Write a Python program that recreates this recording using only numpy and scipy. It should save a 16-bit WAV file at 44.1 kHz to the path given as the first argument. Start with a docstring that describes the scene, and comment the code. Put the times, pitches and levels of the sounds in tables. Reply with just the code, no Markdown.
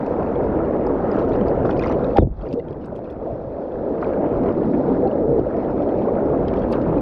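"""A rocky stream heard at the waterline, through the shell of a waterproof case.
First comes the dull rush of countless bubbles, with spray ticking on the case, knocks and low plops.
Just after 2 s a wave slaps over it, the trapped air gulps deeply, and the rush is muted.
The water runs off, and by about 4 s the rush has swelled back.
Around 5 s pockets of air gurgle against the case; near the end comes one more splash."""
import sys
import numpy as np
from scipy import signal
from scipy.fft import rfft, irfft, next_fast_len
from scipy.io import wavfile
from scipy.ndimage import map_coordinates

SR = 44100
rng = np.random.default_rng(int(sys.argv[2]) if len(sys.argv) > 2 else 0)


def materialize(psi):
    """Save the field psi as 16-bit PCM at rate SR to the path in sys.argv[1].

    A 1-D psi becomes a single channel; in a 2-D psi each row is a channel.
    """
    bounded = np.clip(np.atleast_2d(psi).T, -1, 1)
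    quanta = np.round(bounded * 32767).astype(np.int16)
    wavfile.write(sys.argv[1], SR, quanta)


N = 309141  # samples, about 7 s


def amp(db):
    """Turns decibels into a number to multiply a sound by."""
    return 10 ** (np.asarray(db) / 20)


def unit_rms(x):
    """Scales a sound so that its average strength (rms) is 1."""
    return x / np.sqrt(np.mean(x ** 2) + 1e-20)


def add(mix, start_s, sound):
    """Mixes a sound in at the given time."""
    part = mix[max(round(start_s * SR), 0):][:len(sound)]
    part += sound[:len(part)]


def add_bursts(mix, sound, bursts, fade_share):
    """Mixes in short pieces of a long sound; each spends fade_share of its length fading in and out."""
    for start_s, length_s, db in bursts:
        part = sound[round(start_s * SR):][:round(length_s * SR)]
        add(mix, start_s, amp(db) * unit_rms(part) * signal.windows.tukey(len(part), fade_share))


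def coloured(x, spectrum):
    """Shapes the tone of a sound with a curve of (f/Hz, level/dB) points; the result has rms 1."""
    hz, db = np.transpose(spectrum)
    size = next_fast_len(N)
    bin_hz = np.fft.rfftfreq(size, 1 / SR)
    gain = amp(np.interp(np.log(bin_hz + 1), np.log(hz), db))
    return unit_rms(irfft(rfft(x, size) * gain, size)[:N])


def wander(rate_hz):
    """A smooth random curve of rms 1 that changes about rate_hz times a second."""
    knots = rng.standard_normal(N // 16)
    return unit_rms(map_coordinates(knots, [np.arange(N) * rate_hz / SR], order=2, mode="wrap"))


def clicks(per_s, spread_db):
    """Clicks at random times: many small, a few large."""
    size = amp(spread_db * np.minimum(rng.exponential(1, N), 4)) * rng.choice([-1, 1], N)
    return size * (rng.random(N) < per_s / SR)


def bubble(hz, ring_s, octaves_per_s, onset_cycles=0.27):
    """A ball of air rings like a tiny bell, its pitch sliding as it dies away."""
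    t = np.arange(0, ring_s, 1 / SR)
    turns = np.cumsum(hz * 2 ** (octaves_per_s * t)) / SR
    fade = np.exp(-np.log(1000) * t / ring_s) * (1 - (t / ring_s) ** 10)
    onset = 1 - np.exp(-(turns / onset_cycles) ** 2)
    return np.sin(2 * np.pi * turns) * fade * onset


def swarm(low_hz, high_hz, per_s, cycles, spread_db, clump_db, sizes=28):
    """Bubbles of many sizes, each size growing louder and softer on its own."""
    out = np.zeros(N)
    for hz in np.geomspace(low_hz, high_hz, sizes):
        ring_s = cycles / hz
        births = clicks(per_s / sizes, spread_db) * amp(clump_db * wander(16))
        out += signal.oaconvolve(births, bubble(hz, ring_s, 0.17 / ring_s))[:N] * hz
    return unit_rms(out)


def covered(t, wave_s=2.24, shut_s=0.029, hold_s=0.097, drain_s=0.092):
    """How fully the wave covers the case, from 0 to 1: it closes over, lies there, then drains off."""
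    return np.interp(t, wave_s + np.cumsum([0, shut_s, hold_s, drain_s]), [0, 1, 1, 0])


# the stream's levels before the wave mutes them:
# t/s, big bubbles/dB, medium bubbles/dB, foam/dB, rumble/dB, fizz/dB
STREAM_LEVELS = [(0.0, -24.5, -21, -33.5, -33.5, -66), (0.5, -20.5, -20, -33.5, -29, -71.5),
                 (1.05, -20.5, -20, -33, -33.5, -67.5), (1.6, -19.5, -18, -32.5, -26.5, -70),
                 (2.1, -21, -20.5, -35.5, -30, -64), (2.482, -29, -26.5, -48.5, -35.5, -72),
                 (2.7, -30, -34, -46, -37, -77), (3.18, -30.5, -30, -45, -40, -76),
                 (3.3, -33.5, -22.5, -43, -32, -70.5), (3.42, -36.5, -26, -45, -36.5, -72.5),
                 (3.7, -30, -24.5, -43, -42, -70.5), (4.099, -22.5, -18.5, -36.5, -33.5, -69),
                 (4.501, -17.5, -21.5, -35, -31, -70), (4.72, -16.5, -23.5, -39.5, -34, -64),
                 (4.9, -15.5, -21.5, -35.5, -30, -65.5), (5.25, -21.5, -18.5, -41, -31, -70),
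                 (5.39, -19.5, -20.5, -38, -28, -68.5), (5.425, -28, -24, -40.5, -33, -71.5),
                 (5.5, -23.5, -20.5, -36, -33.5, -69), (6.05, -18, -17.5, -37.5, -32.5, -67),
                 (6.2, -23, -17, -34.5, -32, -71.5), (6.4, -18, -19, -35, -32, -68),
                 (7.0, -18.5, -23, -32.5, -29.5, -65.5)]


def current(cover_db=-19.5, foam_cover_db=-16.5, foam_lead_s=0.065):
    """Five levels in dB that follow the surging stream; the wave mutes all but the rumble."""
    t = np.arange(N) / SR
    times, *columns = np.transpose(STREAM_LEVELS)
    big, medium, foam, rumble, fizz = (np.interp(t, times, db) for db in columns)
    rush_dip = cover_db * covered(t)
    foam_dip = foam_cover_db * covered(t + foam_lead_s)  # foam and fizz go and return a little sooner
    return big + rush_dip, medium + rush_dip, foam + foam_dip, rumble, fizz + foam_dip


# tone of the rush, with the hollow notes of the case near 490 and 585 Hz: f/Hz, level/dB
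RUSH_TONE = [(60, -29), (130, -10), (200, -2.5), (255, 1), (340, 1.5), (455, 1), (492, 3), (530, -1),
             (585, 0.5), (615, -5.5), (650, -2), (720, -9), (900, -18.5), (1300, -47.5), (2500, -65.5),
             (7000, -115)]
# tone of the foam: f/Hz, level/dB
FOAM_TONE = [(400, -14), (750, 7), (1000, 2.5), (1150, -3.5), (1260, -2), (1500, -8), (1900, -15.5),
             (2350, -23), (3000, -32), (4000, -46), (5000, -47), (6500, -52), (9000, -71), (15000, -90.5)]
# tone of swirling water pushing on the case: f/Hz, level/dB
RUMBLE_TONE = [(10, -9), (25, -10.5), (48, 1), (80, 0), (140, 0), (220, -7), (500, -45), (3000, -115)]


def rapids(big_db, medium_db, foam_db, rumble_db):
    """Large bubbles make the rush, small ones the foam; swirls push on the case and make it rumble."""
    large = swarm(126.1, 1192, per_s=3000, cycles=24.8, spread_db=1.5, clump_db=1.0)
    small = swarm(730, 6500, per_s=2400, cycles=22, spread_db=1.8, clump_db=2.4)
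    rush = coloured(large + 0.21 * rng.standard_normal(N), RUSH_TONE)
    deep = signal.sosfiltfilt(signal.butter(2, 400, fs=SR, output="sos"), rush)  # the biggest bubbles
    rush = deep * amp(big_db) + (rush - deep) * amp(medium_db)
    foam = coloured(small + 0.65 * rng.standard_normal(N), FOAM_TONE) * amp(foam_db + wander(24))
    rumble = coloured(rng.standard_normal(N), RUMBLE_TONE) * amp(rumble_db + 2.0 * wander(14))
    return rush + foam + rumble


# tone of the froth: f/Hz, level/dB
FROTH_TONE = [(500, -11), (1050, 4.5), (1600, -13), (2400, -19.5), (3200, -27.5), (6000, -52.5)]
# moments when froth wells up: t/s, length/s, level/dB
FROTH_BURSTS = [(1.157, 0.089, -38), (1.789, 0.18, -34), (2.445, 0.041, -43.5), (4.19, 0.12, -43),
                (4.317, 0.078, -41), (4.442, 0.085, -36.5), (4.63, .03, -45), (4.722, 0.041, -40),
                (4.895, 0.039, -42), (6.873, 0.067, -39.5)]


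def froth(lump_db=2.5):
    """Froth wells up beside the case in short, lumpy runs of small bubbles."""
    out = np.zeros(N)
    bubbles = swarm(813, 3050, per_s=1100, cycles=20, spread_db=0.0, clump_db=6.5)
    lumpy = coloured(bubbles, FROTH_TONE) * amp(lump_db * wander(70))
    add_bursts(out, lumpy, FROTH_BURSTS, fade_share=0.5)
    return out


# the notes the case rings with when tapped: f/Hz, level/dB, ring time/s (to fade by 60 dB)
CASE_NOTES = [(1350, 4, 0.0039), (1850, 0, 0.024), (2565, 6, 0.035), (3320, -5.5, 0.018),
              (4310, 4.5, 0.015), (4750, -7.5, 0.03), (5700, -11, 0.023), (6440, -6.5, 0.02),
              (7140, -14.5, 0.012)]


def drop(bubble_hz, cycles=46, tap_db=-17, scatter_db=3, soft_db_per_octave=9):
    """One drop taps the case and traps a tiny bubble that pings; the result has peak 1."""
    t = np.arange(SR // 20) / SR
    hz, db, ring_s = np.transpose(CASE_NOTES)[:, :, None]
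    strength, detune, phase = rng.standard_normal((3, len(CASE_NOTES), 1))
    octaves_above = np.maximum(np.log2(hz / bubble_hz), 0)
    db = db + scatter_db * strength - soft_db_per_octave * octaves_above  # big drops land softly
    notes = np.sin(2 * np.pi * (hz * (1 + 0.055 * detune) * t + phase))
    fade = np.exp(-np.log(1000) * t / ring_s)
    onset = 1 - np.exp(-(t / 0.00063) ** 2)
    sound = amp(tap_db) * (amp(db) * notes * fade).sum(0) * onset
    add(sound, 0, bubble(bubble_hz, cycles / bubble_hz, octaves_per_s=4.8, onset_cycles=3.5))
    return sound / abs(sound).max()


def patter(low_hz, per_s, spread_db, high_hz=5800, sizes=24):
    """Droplets of many sizes land at random; the smaller ones are higher and fainter."""
    out = np.zeros(N)
    for hz in np.geomspace(low_hz, high_hz, sizes):
        out += signal.oaconvolve(clicks(per_s / sizes, spread_db), drop(hz))[:N] / hz ** 1.1
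    return unit_rms(out)


def fizz(level_db):
    """Fine spray lands on the case so thickly that it blurs into a fizz."""
    return patter(low_hz=3200, per_s=2200, spread_db=2.0) * amp(level_db)


# tone of a shower's crackle: f/Hz, level/dB
CRACKLE_TONE = [(700, -21.5), (2000, 3), (3300, -3.5), (5000, -6.5), (6500, -13.5), (8500, -26.5),
                (12000, -45.5), (16000, -64.5)]
# showers of spray: t/s, length/s, level/dB
SPRAY_BURSTS = [(.19, 0.054, -69), (.425, 0.036, -64), (.645, 0.029, -62), (1.11, 0.06, -57),
                (1.18, .075, -58.5), (1.277, 0.086, -57), (1.46, .05, -60.5), (1.644, 0.094, -52.5),
                (1.76, .04, -57), (1.797, 0.043, -49), (1.855, 0.073, -53.5), (2.028, 0.2, -65.5),
                (2.432, 0.11, -63), (2.686, 0.052, -69), (2.81, 0.065, -66), (2.95, 0.044, -64),
                (3.04, 0.095, -68), (3.978, 0.13, -64), (4.348, 0.034, -61.5), (4.44, .09, -69),
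                (5.562, 0.11, -66.5), (5.967, 0.079, -64), (6.559, 0.038, -58), (6.701, 0.064, -55)]


def showers(crackle_db=-7, clump_db=3.0):
    """Spray thrown on the case lands in crackling clumps of droplets."""
    out = np.zeros(N)
    crackle = coloured(clicks(per_s=2700, spread_db=3.0), CRACKLE_TONE)
    droplets = patter(low_hz=2400, per_s=330, spread_db=4.2)
    spray = (droplets + amp(crackle_db) * crackle) * amp(clump_db * wander(110))
    add_bursts(out, spray, SPRAY_BURSTS, fade_share=0.088)
    return out


# larger drops, and just after the wave's slap a few short pings near 3600 Hz that make the case ring high: t/s,
# peak level/dB, bubble f/Hz
DROP_LANDINGS = [(.064, -42, 2580), (.229, -44, 2450), (.263, -45, 2630), (.3552, -44, 3300),
                 (0.867, -40, 5100), (1.1147, -38, 4930), (1.3192, -41, 3360), (1.3315, -41.5, 3870),
                 (1.3613, -47, 5020), (1.4104, -38.5, 3060), (1.483, -38, 4770), (1.7105, -38, 2980),
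                 (1.711, -43, 5360), (1.775, -41, 4880), (1.792, -45, 6150), (1.7942, -30, 2400),
                 (1.794, -37, 4900), (1.813, -36, 2650), (1.871, -35.5, 4780), (1.897, -45, 5800),
                 (1.913, -41, 3950), (2.044, -36, 3720), (2.163, -37, 3370), (2.174, -37, 3680),
                 (2.188, -43, 3600), (2.201, -54, 3560), (2.4124, -47, 3180), (2.421, -48, 4440),
                 (2.488, -48, 4700), (2.528, -42, 4850), (2.5928, -48, 3620), (2.597, -39.5, 1990),
                 (2.6832, -47, 3180), (2.728, -49, 3250), (2.817, -53, 2950), (2.846, -51, 5200),
                 (2.861, -61, 9550), (2.961, -52, 3050), (3.055, -48, 2430), (3.1, -44.5, 3400),
                 (3.106, -58, 10600), (3.72, -50, 3380), (4.014, -52, 4160), (4.046, -50, 4000),
                 (4.065, -53, 4650), (4.1335, -41, 2320), (4.436, -50, 5150), (4.5785, -50, 4030),
                 (5.075, -44, 4080), (5.113, -45, 2850), (5.393, -50, 4600), (5.568, -52, 5100),
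                 (5.597, -44, 2170), (5.606, -53.5, 4130), (5.71, -54.5, 5100), (5.7762, -50, 3500),
                 (5.792, -44, 2220), (5.823, -55, 5400), (5.833, -54, 5350), (5.89, -44.5, 3150),
                 (5.911, -54.5, 4120), (5.99, -42, 2280), (6.057, -60, 4870), (6.204, -57, 6100),
                 (6.258, -54, 5450), (6.4825, -38, 4900), (6.572, -42, 3230), (6.6196, -41, 3170),
                 (6.632, -44, 3260), (6.726, -31, 4680), (6.98, -41.5, 2430)]


def large_drops():
    """Larger drops land one by one, each with its own tick and ping; just after the wave's slap, a few short
    pings near 3600 Hz make the case ring high."""
    out = np.zeros(N)
    for start_s, db, hz in DROP_LANDINGS:
        add(out, start_s, amp(db) * drop(hz))
    return out


# hard splats of water: t/s, peak level/dB, brightness f/Hz, fade time/s
SPLAT_HITS = [(0.062, -49, 6000, 0.0062), (.095, -53, 6000, .004), (1.187, -44, 4990, 0.013),
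              (1.29, -49, 5970, 0.0046), (1.649, -17.5, 1380, 0.02), (1.691, -17.5, 1490, 0.012),
              (2.17, -24, 2300, 0.008), (2.183, -18.5, 1900, 0.0028), (2.185, -25, 900, 0.015),
              (2.223, -6.5, 516, 0.0063), (2.268, -23.5, 480, 0.022), (2.527, -55, 8950, .012),
              (2.5348, -43, 5300, 0.0044), (2.708, -51, 4800, .002), (2.857, -56, 8500, .005),
              (2.959, -58, 9000, .009), (3.106, -55, 6000, .008), (4.025, -18, 1400, 0.012),
              (4.434, -46, 4180, 0.0036), (4.633, -42, 2800, 0.013), (5.82, -39, 3030, 0.008),
              (6.022, -44, 3420, .005), (6.481, -35, 3500, 0.0085), (6.716, -47, 4230, 0.017),
              (6.727, -20, 1150, 0.032), (6.721, -43, 10500, 0.006), (6.73, -31, 3300, 0.0083),
              (6.815, -46, 5040, .008)]


def splats():
    """Sheets of water slap the case: short grainy bursts, dulled by the shell."""
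    out, t = np.zeros(N), np.arange(SR // 3) / SR
    for start_s, db, hz, fade_s in SPLAT_HITS:
        band_hz = [hz * 0.31, min(hz * 1.016, SR / 2 - 1)]
        shell = signal.butter(4, band_hz, "bandpass", fs=SR, output="sos")
        grains = rng.standard_normal(len(t)) * amp(3.3 * rng.standard_normal(len(t)))
        burst = signal.sosfilt(shell, grains * np.exp(-t / fade_s))
        add(out, start_s, amp(db) * burst / abs(burst).max())
    return out


# tone of the crack: f/Hz, level/dB
CRACK_TONE = [(1000, -19), (2800, 10.5), (5500, -6), (7500, -21), (10500, -30), (15000, -65)]
# knocks on the shell, and brief low plops that stand out of the rush:
# middle t/s, note level/dB, f/Hz, half-width/s, crack level/dB
KNOCKS_AND_PLOPS = [(1.231, -11, 560, 0.0012, -60), (1.8383, -25, 2050, 0.00084, -50),
                    (1.844, -27, 2050, 0.00084, -43), (1.8537, -30, 2100, 0.0011, -52),
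                    (2.171, -26, 2300, 0.00045, -28.5), (2.184, -14, 1200, 0.00045, -31),
                    (2.226, -14.5, 620, 0.0013, -71), (2.529, -41, 2700, 0.00083, -44),
                    (2.929, -22, 600, 0.0015, -70), (2.992, -18, 580, 0.00073, -60),
                    (3.273, -20, 665, 0.0038, -68), (4.0293, -35.5, 1900, 0.0016, -62),
                    (4.0455, -37, 2400, 0.0011, -55.5), (4.4637, -43.5, 2260, 0.001, -53),
                    (5.3958, -10, 428, 0.0015, -55), (5.47, -14, 530, 0.0021, -62),
                    (6.154, -39, 2200, 0.00043, -56), (6.089, -25, 1105, 0.0018, -66),
                    (6.485, -42, 3120, 0.0012, -48.5), (6.5394, -37.5, 2300, 0.0014, -47)]


def knocks_and_plops(crack_width_share=0.98):
    """Water knocks on the shell or plops in the rush: a very short note with a crack, faint in a plop."""
    out, t = np.zeros(N), np.arange(-SR // 50, SR // 50) / SR
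    hiss = coloured(rng.standard_normal(N), CRACK_TONE)
    for middle_s, db, hz, width_s, crack_db in KNOCKS_AND_PLOPS:
        note = amp(db) * np.sin(2 * np.pi * hz * t) / np.cosh(t / width_s)  # 1 / cosh swells and fades
        noise = hiss[round(middle_s * SR):][:len(t)]
        crack = amp(crack_db) * noise / np.cosh(t / (crack_width_share * width_s))
        add(out, middle_s + t[0], note + crack)
    return out


# gurgling pockets of air, and the case's faint high ring after the wave's slap:
# t/s, length/s, level at the loudest/dB, first f/Hz, last f/Hz
GURGLES_AND_RING = [(1.39, .06, -21.5, 221, 200), (2.178, 0.054, -61, 3640, 3600),
                    (2.301, .18, -30, 58, 38), (2.552, 0.061, -23.5, 440, 520), (4.9, .06, -20, 268, 255),
                    (5.015, 0.045, -18.5, 480, 505), (5.045, 0.037, -25, 800, 727),
                    (5.085, 0.11, -25, 650.4, 503), (5.275, 0.055, -26, 155, 137.4),
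                    (5.215, 0.13, -19, 407, 510.3), (5.305, 0.1, -20.5, 545.7, 392),
                    (6.85, 0.1, -24.5, 175, 149)]


def gurgles_and_ring(flutter_db=2.0, pitch_wobble=0.026):
    """Wavering notes swell and fade: air pockets gurgle, and the slapped case rings faintly once."""
    out = np.zeros(N)
    flutter, sway = wander(121), wander(79.8)
    for start_s, length_s, db, first_hz, last_hz in GURGLES_AND_RING:
        n = round(length_s * SR)
        hz = np.linspace(first_hz, last_hz, n) * (1 + pitch_wobble * sway[:n])
        level = amp(db + flutter_db * flutter[:n]) * np.sin(np.linspace(0, np.pi, n))
        add(out, start_s, np.sqrt(2) * level * np.sin(2 * np.pi * np.cumsum(hz) / SR))
    return out


# the note of the air under the wave: t/s, level/dB, f/Hz
WAVE_AIR_NOTE = [(2.14, -70, 760), (2.163, -21, 830), (2.177, -14.5, 770), (2.181, -19, 800),
                 (2.1845, -13, 860), (2.1865, -6, 400), (2.189, -5.5, 330), (2.194, -15, 200),
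                 (2.22, -90, 110)]


def air_under_wave(rough_db=2.5):
    """The air under the breaking wave rings, is pinched off, and plunges in pitch."""
    times, db, hz = np.transpose(WAVE_AIR_NOTE)
    t = np.arange(N) / SR
    level = amp(np.interp(t, times, db, left=-200, right=-200) + rough_db * wander(300))
    turns = np.cumsum(np.interp(t, times, hz)) / SR
    return np.sqrt(2) * level * np.sin(2 * np.pi * turns)


# gulps of trapped air: t/s, level/dB, first f/Hz
GULP_BUBBLES = [(2.188, -4.5, 80), (2.198, -9.5, 239), (2.207, -7, 58), (2.229, -6, 121), (2.252, -8, 123),
                (2.271, -11, 283), (2.301, -16, 45.6), (2.36, -24, 38), (2.531, -22, 125), (2.539, -8, 283),
                (3.305, -25, 75), (3.325, -18, 136)]


def gulps(cycles=10, glide_octaves=-0.76):
    """Big bubbles of trapped air ring briefly and sink in pitch: the deep gulp of the wave."""
    out = np.zeros(N)
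    for start_s, db, hz in GULP_BUBBLES:
        ring_s = cycles / hz
        add(out, start_s, amp(db) * bubble(hz, ring_s, glide_octaves / ring_s))
    return out


def scene():
    """All the water around the case, mixed into one channel."""
    big_db, medium_db, foam_db, rumble_db, fizz_db = current()
    stream = rapids(big_db, medium_db, foam_db, rumble_db) + froth()
    spray = fizz(fizz_db) + showers() + large_drops()
    splashing = splats() + knocks_and_plops()
    ringing = air_under_wave() + gurgles_and_ring() + gulps()
    return (stream + spray + splashing + ringing)[None]


def record(dry, knee=0.78, ceiling=0.95, top_hz=15500):
    """Rounds off peaks above the knee, then removes the highest treble."""
    excess, headroom = np.maximum(abs(dry) - knee, 0), ceiling - knee
    rounded = dry - np.sign(dry) * (excess - headroom * np.tanh(excess / headroom))
    low_pass = signal.firwin(511, top_hz, window=("kaiser", 9), fs=SR)
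    return signal.oaconvolve(rounded, low_pass[None], "same")


dry = scene()
out = record(dry)
materialize(out)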